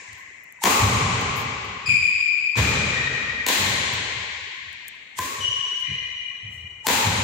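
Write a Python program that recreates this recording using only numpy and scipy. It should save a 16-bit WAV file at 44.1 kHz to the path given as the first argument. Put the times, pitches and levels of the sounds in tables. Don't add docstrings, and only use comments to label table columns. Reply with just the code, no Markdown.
import sys
import numpy as np
from scipy import signal
from scipy.fft import rfft, irfft, next_fast_len
from scipy.io import wavfile
from scipy.ndimage import uniform_filter1d

SR = 44100
rng = np.random.default_rng(int(sys.argv[2]) if len(sys.argv) > 2 else 0)


def materialize(psi):
    bounded = np.clip(np.atleast_2d(psi).T, -1, 1)
    quanta = np.round(bounded * 32767).astype(np.int16)
    wavfile.write(sys.argv[1], SR, quanta)


N = 318843
LEAD_S = 1


def from_db(db):
    return 10 ** (np.asarray(db) / 20)


def unit_energy(x):
    return x / np.sqrt(np.sum(x ** 2) + 1e-20)


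def at_hz(points, hz):
    pitches, values = np.transpose(points)
    return np.interp(np.log(np.maximum(hz, 1)), np.log(pitches), values)


def silence():
    return np.zeros(N + round(LEAD_S * SR))


def add(track, s, sound):
    i = max(round((s + LEAD_S) * SR), 0)
    track[i:i + len(sound)] += sound[:len(track) - i]


def band(x, low_hz, high_hz):
    sos = signal.butter(2, [low_hz, min(high_hz, .45 * SR)], "band", fs=SR, output="sos")
    return signal.sosfilt(sos, x)


def coloured(x, points):
    size = next_fast_len(x.shape[-1])
    gain = from_db(at_hz(points, np.fft.rfftfreq(size, 1 / SR)))
    return irfft(rfft(x, size) * gain, size)[..., :x.shape[-1]]


def stereo_noise(size, fade_times=None):
    # (pitch [Hz], likeness [0-1])
    likeness = [(60, 1), (150, 0.86), (300, 0.96), (600, .3), (1200, 0.017), (16000, 0.029)]
    hz, t, (mid, side) = signal.stft(rng.standard_normal((2, size)), SR, nperseg=512)
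    alike = at_hz(likeness, hz)[:, None]
    mid, side = mid * np.sqrt((1 + alike) / 2), side * np.sqrt((1 - alike) / 2)
    fade = 1 if fade_times is None else from_db(-60 * t / at_hz(fade_times, hz)[:, None])
    return signal.istft(np.array([mid + side, mid - side]) * fade, SR, nperseg=512)[1][:, :size]


def hush():
    # (pitch [Hz], relative level [dB])
    tone = [(30, -26), (90, -1.8), (250, -2), (600, -5), (1200, -5), (2200, -13.5), (5000, -27.5),
            (8000, -25), (16000, -29)]
    noise = coloured(stereo_noise(N), tone)
    return from_db(-50.5) * noise / np.std(noise)


def hall(x):
    # (pitch [Hz], time to fade by 60 dB [s])
    fade_times = [(60, 2.4), (150, 2.14), (400, 2.85), (1000, 3.02), (2200, 4.42), (4000, 3.1),
                  (7000, 2.12), (11000, 1.01), (16000, 0.9)]
    build_s = .017
    t = np.arange(4 * SR) / SR
    tail = stereo_noise(len(t), fade_times) * (1 - np.exp(-(t / build_s) ** 2))
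    return signal.fftconvolve(x[None], tail, axes=1)[:, :len(x)]


def ticks():
    # (time [s], level [dB], fall time [s], lowest pitch [Hz])
    puffs = [(.130, -33, .002, 900), (.131, -36, .002, 12000), (.150, -42, .003, 12000),
             (.150, -44, .04, 10000), (.4386, -29.5, .001, 10000), (.524, -28.5, .001, 8000),
             (.950, -38, .01, 12000), (1.208, -30, .006, 12000), (1.335, -30.5, .04, 10000),
             (1.413, -36, .002, 6000), (1.640, -42, .015, 8500), (2.504, -31, .0024, 12000),
             (2.670, -35, .03, 13000), (2.834, -41, .004, 11000), (3.028, -42, .005, 12000),
             (3.679, -31, .02, 13000), (3.920, -33, .022, 13000), (4.500, -53, .05, 11000),
             (4.729, -32, .0022, 7500), (4.881, -24, .003, 7000), (4.951, -45, .0034, 8000),
             (5.771, -42.5, .035, 8000), (6.451, -46, .07, 7500)]
    even_s = .045
    out, t = np.array([silence(), silence()]), np.arange(SR // 3) / SR
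    for s, db, fall, low_hz in puffs:
        rise = fall * np.sqrt(fall / even_s)
        shape = np.minimum(t / rise, 1) ** 2 * np.exp(-np.maximum(t - rise, 0) / fall)
        for channel in out:
            hiss = band(band(rng.standard_normal(len(t)), low_hz, 17000), low_hz, 17000)
            add(channel, s, from_db(db) * hiss * shape)
    return out


def steps():
    # (time [s], level [dB], floor pitch [Hz])
    landings = [(.082, -49, 105), (.797, -22, 105), (.812, -15.5, 100), (.925, -25, 103), (1.030, -22, 96),
                (1.200, -33, 101), (1.410, -43, 90), (1.656, -45.5, 100), (1.876, -30, 123),
                (2.002, -39, 92), (2.559, -19, 101), (2.574, -18, 98), (2.650, -24, 95), (2.770, -27, 98),
                (3.590, -24, 94), (3.920, -36.5, 92), (4.160, -39.5, 100), (4.652, -49, 91),
                (5.182, -40, 96), (5.375, -38, 97), (5.470, -41.5, 100), (5.876, -37, 135),
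                (6.002, -46, 78), (6.428, -39, 105), (6.565, -45, 82), (6.635, -45, 80),
                (7.043, -20.5, 101), (7.168, -25.5, 101)]
    shake_s = .032
    near, to_hall, t = silence(), silence(), np.arange(SR // 2) / SR
    click = 1. * (t == 0)
    for s, db, hz in landings:
        rattle = band(band(rng.standard_normal(len(t)), .4 * hz, 2.1 * hz), 30, 2.3 * hz)
        boards = np.sin(2 * np.pi * hz * t) + 8 * rattle
        shape = t / shake_s * np.exp(1 - 1.22 * t / shake_s)
        add(near, s, from_db(db) * boards * shape)
        clap_db = -19.5 + .8 * db
        clap = from_db(clap_db) * unit_energy(band(click, 330, 507))
        boom = from_db(db - 7.8) * unit_energy(band(click, .33 * hz, 1.9 * hz))
        add(to_hall, s, clap + boom)
    return near + hall(to_hall)


def squeaks():
    # (time [s], length [s], settled pitch [Hz], starts higher by [share],
    # settling time [s], final sag [share], waver [share], level [dB], direct sound over hall [dB],
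    # second tone [dB], third tone [dB], flutter of upper tones [0-1], rubbing against the tones [dB],
    # extra for the second tone heard directly [dB])
    slips = [(.074, .034, 1830, .25, .02, .01, .07, -44, 31, -20, -24, .5, -16, 3),
             (1.858, .030, 2420, .055, .009, .15, .012, -12.5, 11, -14, -21, .6, -19, 17),
             (2.921, .034, 1860, .07, .015, .03, .03, -25, 19, -12, -23, .6, -14, 4),
             (3.470, .03, 2090, .05, .01, .04, .04, -29, 5, -0.5, -30, .6, -18, 10),
             (5.404, .046, 2903, .1, .0085, .004, .003, -21, 22, -16, -36, .15, -20, 3),
             (5.811, .034, 2080, -.07, .015, -.04, .045, -35, 6, -10, -29, .7, -13, 8),
             (5.834, .034, 2480, -.05, .015, .005, .02, -35.5, 15, -30, -30, .7, -13, 8)]
    grip_s, let_go_s, flutter_hz = .004, .012, 300
    tone_loss_db, upper_boost_db = 5, 10
    near, to_hall = silence(), silence()
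    for (s, length, hz, glide, settle, sag, waver, db, direct_db,
         second_db, third_db, chatter, rub_db, octave_db) in slips:
        t = np.arange(round(length * SR)) / SR
        wander = uniform_filter1d(rng.standard_normal(SR // 5), size=200)[:len(t)] * np.sqrt(200)
        pitch = hz * (1 + glide * np.exp(-t / settle) - sag * (t / length) ** 3 + waver * wander)
        phase = 2 * np.pi * np.cumsum(pitch) / SR
        ramp = np.minimum(t / grip_s, (length - t) / let_go_s)
        shape = np.sin(np.pi / 2 * np.minimum(ramp, 1)) ** 2
        tones = np.sin(np.outer(np.arange(1, 7), phase)) * shape
        flutter = band(rng.standard_normal((4, SR // 5)), 30, flutter_hz)
        tones[2:] *= 1 - chatter + chatter * flutter[:, :len(t)] / np.std(flutter)
        levels_db = [0, second_db] + [third_db - tone_loss_db * k for k in range(4)]
        tones = from_db(db) * unit_energy(from_db(levels_db)[:, None] * tones)
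        rub = band(rng.standard_normal(SR // 5), .72 * hz, 1.3 * hz)[:len(t)] * shape
        add(to_hall, s, tones.sum(0) + from_db(db + rub_db) * unit_energy(rub))
        add(near, s, from_db(direct_db + np.array([0, octave_db] + [upper_boost_db] * 4)) @ tones)
    return near + hall(to_hall)


def swings():
    # (end [s], rush [dB], whistle [dB], whistle peak before the end [s], its half-width [s])
    strokes = [(.639, -23, -28.5, .016, .0037), (5.191, -24, -50, .013, .004),
               (6.869, -28, -31, .012, .009)]
    swing_s, whistle_hz = .065, 880
    out, t = np.array([silence(), silence()]), np.arange(round(swing_s * SR)) / SR
    for s, rush_db, whistle_db, early, width in strokes:
        swell = np.exp(-((t - swing_s + early) / width) ** 2)
        whistle = from_db(whistle_db) * np.sin(2 * np.pi * whistle_hz * t) * swell
        for channel in out:
            rush = band(rng.standard_normal(SR // 5), 500, 12000)[:len(t)] * (t / swing_s) ** 4.5
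            add(channel, s - swing_s, from_db(rush_db) * rush + whistle)
    return out


def racket_hits():
    # (time [s], level into hall [dB], direct sound over hall [dB],
    # wall echo delay [s], echo level [dB], echo top pitch [Hz], string pitch [Hz],
    # strings over crack [dB], their time to fade by 60 dB [s], direct strings over hall [dB],
    # extra thud [dB], extra knock [dB], extra snap [dB], extra treble [dB])
    hits = [(-.9, -29.5, 5, .017, -6, 4500, 1000, -2, .12, 5, 3.5, 1.5, -6, 14),
            (.6375, -20, 22.5, .017, 3, 5000, 1065, 2.5, .025, 14, 1.2, 2, -1.6, 0.3),
            (2.556, -23.5, 9, .043, 9, 2000, 1100, -4.5, .01, 15.5, .5, -4, -.3, -8),
            (3.4645, -23, 20, .0215, 1.5, 16000, 1010, -5.5, .04, 17, -1.5, -2.5, 3.2, .3),
            (5.189, -34.5, 24, .017, -16, 4500, 1028, .6, .14, 36, .5, -10, -.8, 2.2),
            (6.868, -22.5, 23.5, .0175, 0.5, 7000, 960, -.5, .01, 21, -.8, -.5, 1.6, 1.3)]
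    # (pitch [times the string pitch], share in hall [dB], direct share [dB])
    string_tones = [(.42, -14, -30), (1, -3, -.5), (1.065, -1.5, -22), (1.52, -16, -10), (1.65, -11, -12),
                    (1.9, -16, -12)]
    # (low edge [Hz], high edge [Hz], level over the crack [dB], extra when heard directly [dB])
    hit_parts = [(170, 330, -11.5, 6.5), (300, 720, -5.5, 1.5), (620, 1000, -7.3, 5), (1450, 2650, 0, -2.5),
                 (2800, 4580, -1.2, .3), (4600, 7690, -2.8, 1.5), (8000, 17000, -1.2, 1.5)]
    flap_rise_s, flap_fall_s, contact_db = .0006, .003, 12
    near, to_hall, t = silence(), silence(), np.arange(SR // 5) / SR
    click = 1. * (t == 0)
    multiple, in_hall_db, in_direct_db = np.transpose(string_tones)
    for (s, db, direct_db, echo_s, echo_db, echo_hz, hz, strings_db, fade_s, ring_db,
         thud_db, knock_db, snap_db, treble_db) in hits:
        tone_time = np.outer(multiple, t)
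        tones = np.sin(2 * np.pi * hz * tone_time) * from_db(-60 * tone_time / fade_s)
        add(to_hall, s, from_db(db + strings_db) * unit_energy(from_db(in_hall_db) @ tones))
        ring = band(from_db(in_direct_db) @ tones, 230, 5000)
        direct = from_db(db + strings_db + ring_db) * unit_energy(ring)
        flap = rng.standard_normal(len(t)) * (1 - np.exp(-t / flap_rise_s)) * np.exp(-t / flap_fall_s)
        flap[round(flap_rise_s * SR)] += from_db(contact_db)
        extras_db = [thud_db, thud_db, knock_db, 0, snap_db, .25 * treble_db, treble_db]
        for (*edges, part_db, boost_db), extra_db in zip(hit_parts, extras_db):
            level_db = db + part_db + extra_db
            add(to_hall, s, from_db(level_db) * unit_energy(band(band(click, *edges), *edges)))
            part = unit_energy(band(band(flap, *edges), *edges))
            direct += from_db(level_db + direct_db + boost_db) * part
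        add(near, s, direct)
        add(near, s + .011, from_db(-8) * direct)
        add(near, s + echo_s, from_db(echo_db) * band(direct, 100, echo_hz))
        add(near, s + .032, from_db(echo_db + 4) * band(direct, 150, 1200))
    return near + hall(to_hall)


def scene():
    background = hush()
    court = racket_hits() + swings() + squeaks() + steps() + ticks()
    return background + court[:, -N:]


def hold_down(x):
    limit_db, cut_share, release_db_per_s, attack_s = -23, .31, 72.5, .006
    level_db = 10 * np.log10(uniform_filter1d(np.mean(x ** 2, 0), size=128) + 1e-12)
    ramp = release_db_per_s * np.arange(N) / SR
    held_db = np.maximum.accumulate(level_db + ramp) - ramp
    over_db = np.maximum(held_db - limit_db, 0)
    memory = np.exp(-1 / (attack_s * SR))
    return x * from_db(-cut_share * signal.lfilter([1 - memory], [1, -memory], over_db))


def gate(x):
    # (pitch [Hz], threshold [dB])
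    thresholds = [(40, -84.5), (120, -51.5), (500, -62), (1200, -59.5), (2200, -70.5), (5000, -80.5),
                  (7600, -103), (8400, -80), (16000, -70)]
    # (pitch [Hz], gain [dB])
    deepest_cut = [(100, -12), (1000, -10), (7000, -9), (10000, -11.5)]
    memory = .6
    hz, _, spectrum = signal.stft(x, SR, nperseg=1024)
    power_now = uniform_filter1d(np.mean(np.abs(spectrum) ** 2, 0), size=3, axis=0)
    power = np.maximum(power_now, signal.lfilter([1 - memory], [1, -memory], power_now, axis=1))
    share_above = np.maximum(1 - from_db(2 * at_hz(thresholds, hz))[:, None] / (power + 1e-18), 0)
    gain = np.maximum(share_above ** .62, from_db(at_hz(deepest_cut, hz))[:, None])
    return signal.istft(spectrum * gain, SR, nperseg=1024)[1][:, :N]


def record(dry):
    # (pitch [Hz], left over right [dB])
    balance = [(60, 1.5), (130, -.8), (290, 1.5), (640, -2.5), (1410, 4), (2400, 7), (3400, 5), (6820, 1.5),
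               (15000, 4)]
    # (pitch [Hz], gain [dB])
    mic_tone = [(25, -20), (50, -13), (72, -0.5), (95, 2.5), (550, -4), (1000, 3.3), (1400, 0.5),
                (2300, -0.16), (5200, -3), (7200, 3.7), (10000, -4), (15000, -1), (15700, -1.5),
                (16000, -9)]
    cutoff_hz = 16950
    half = np.array(balance) * [1, .5]
    both_sides = np.array([coloured(dry[0], half), coloured(dry[1], half * [1, -1])])
    controlled = gate(hold_down(coloured(both_sides, mic_tone)))
    return signal.sosfilt(signal.cheby2(14, 70, cutoff_hz, fs=SR, output="sos"), controlled)


dry = scene()
out = record(dry)
materialize(out)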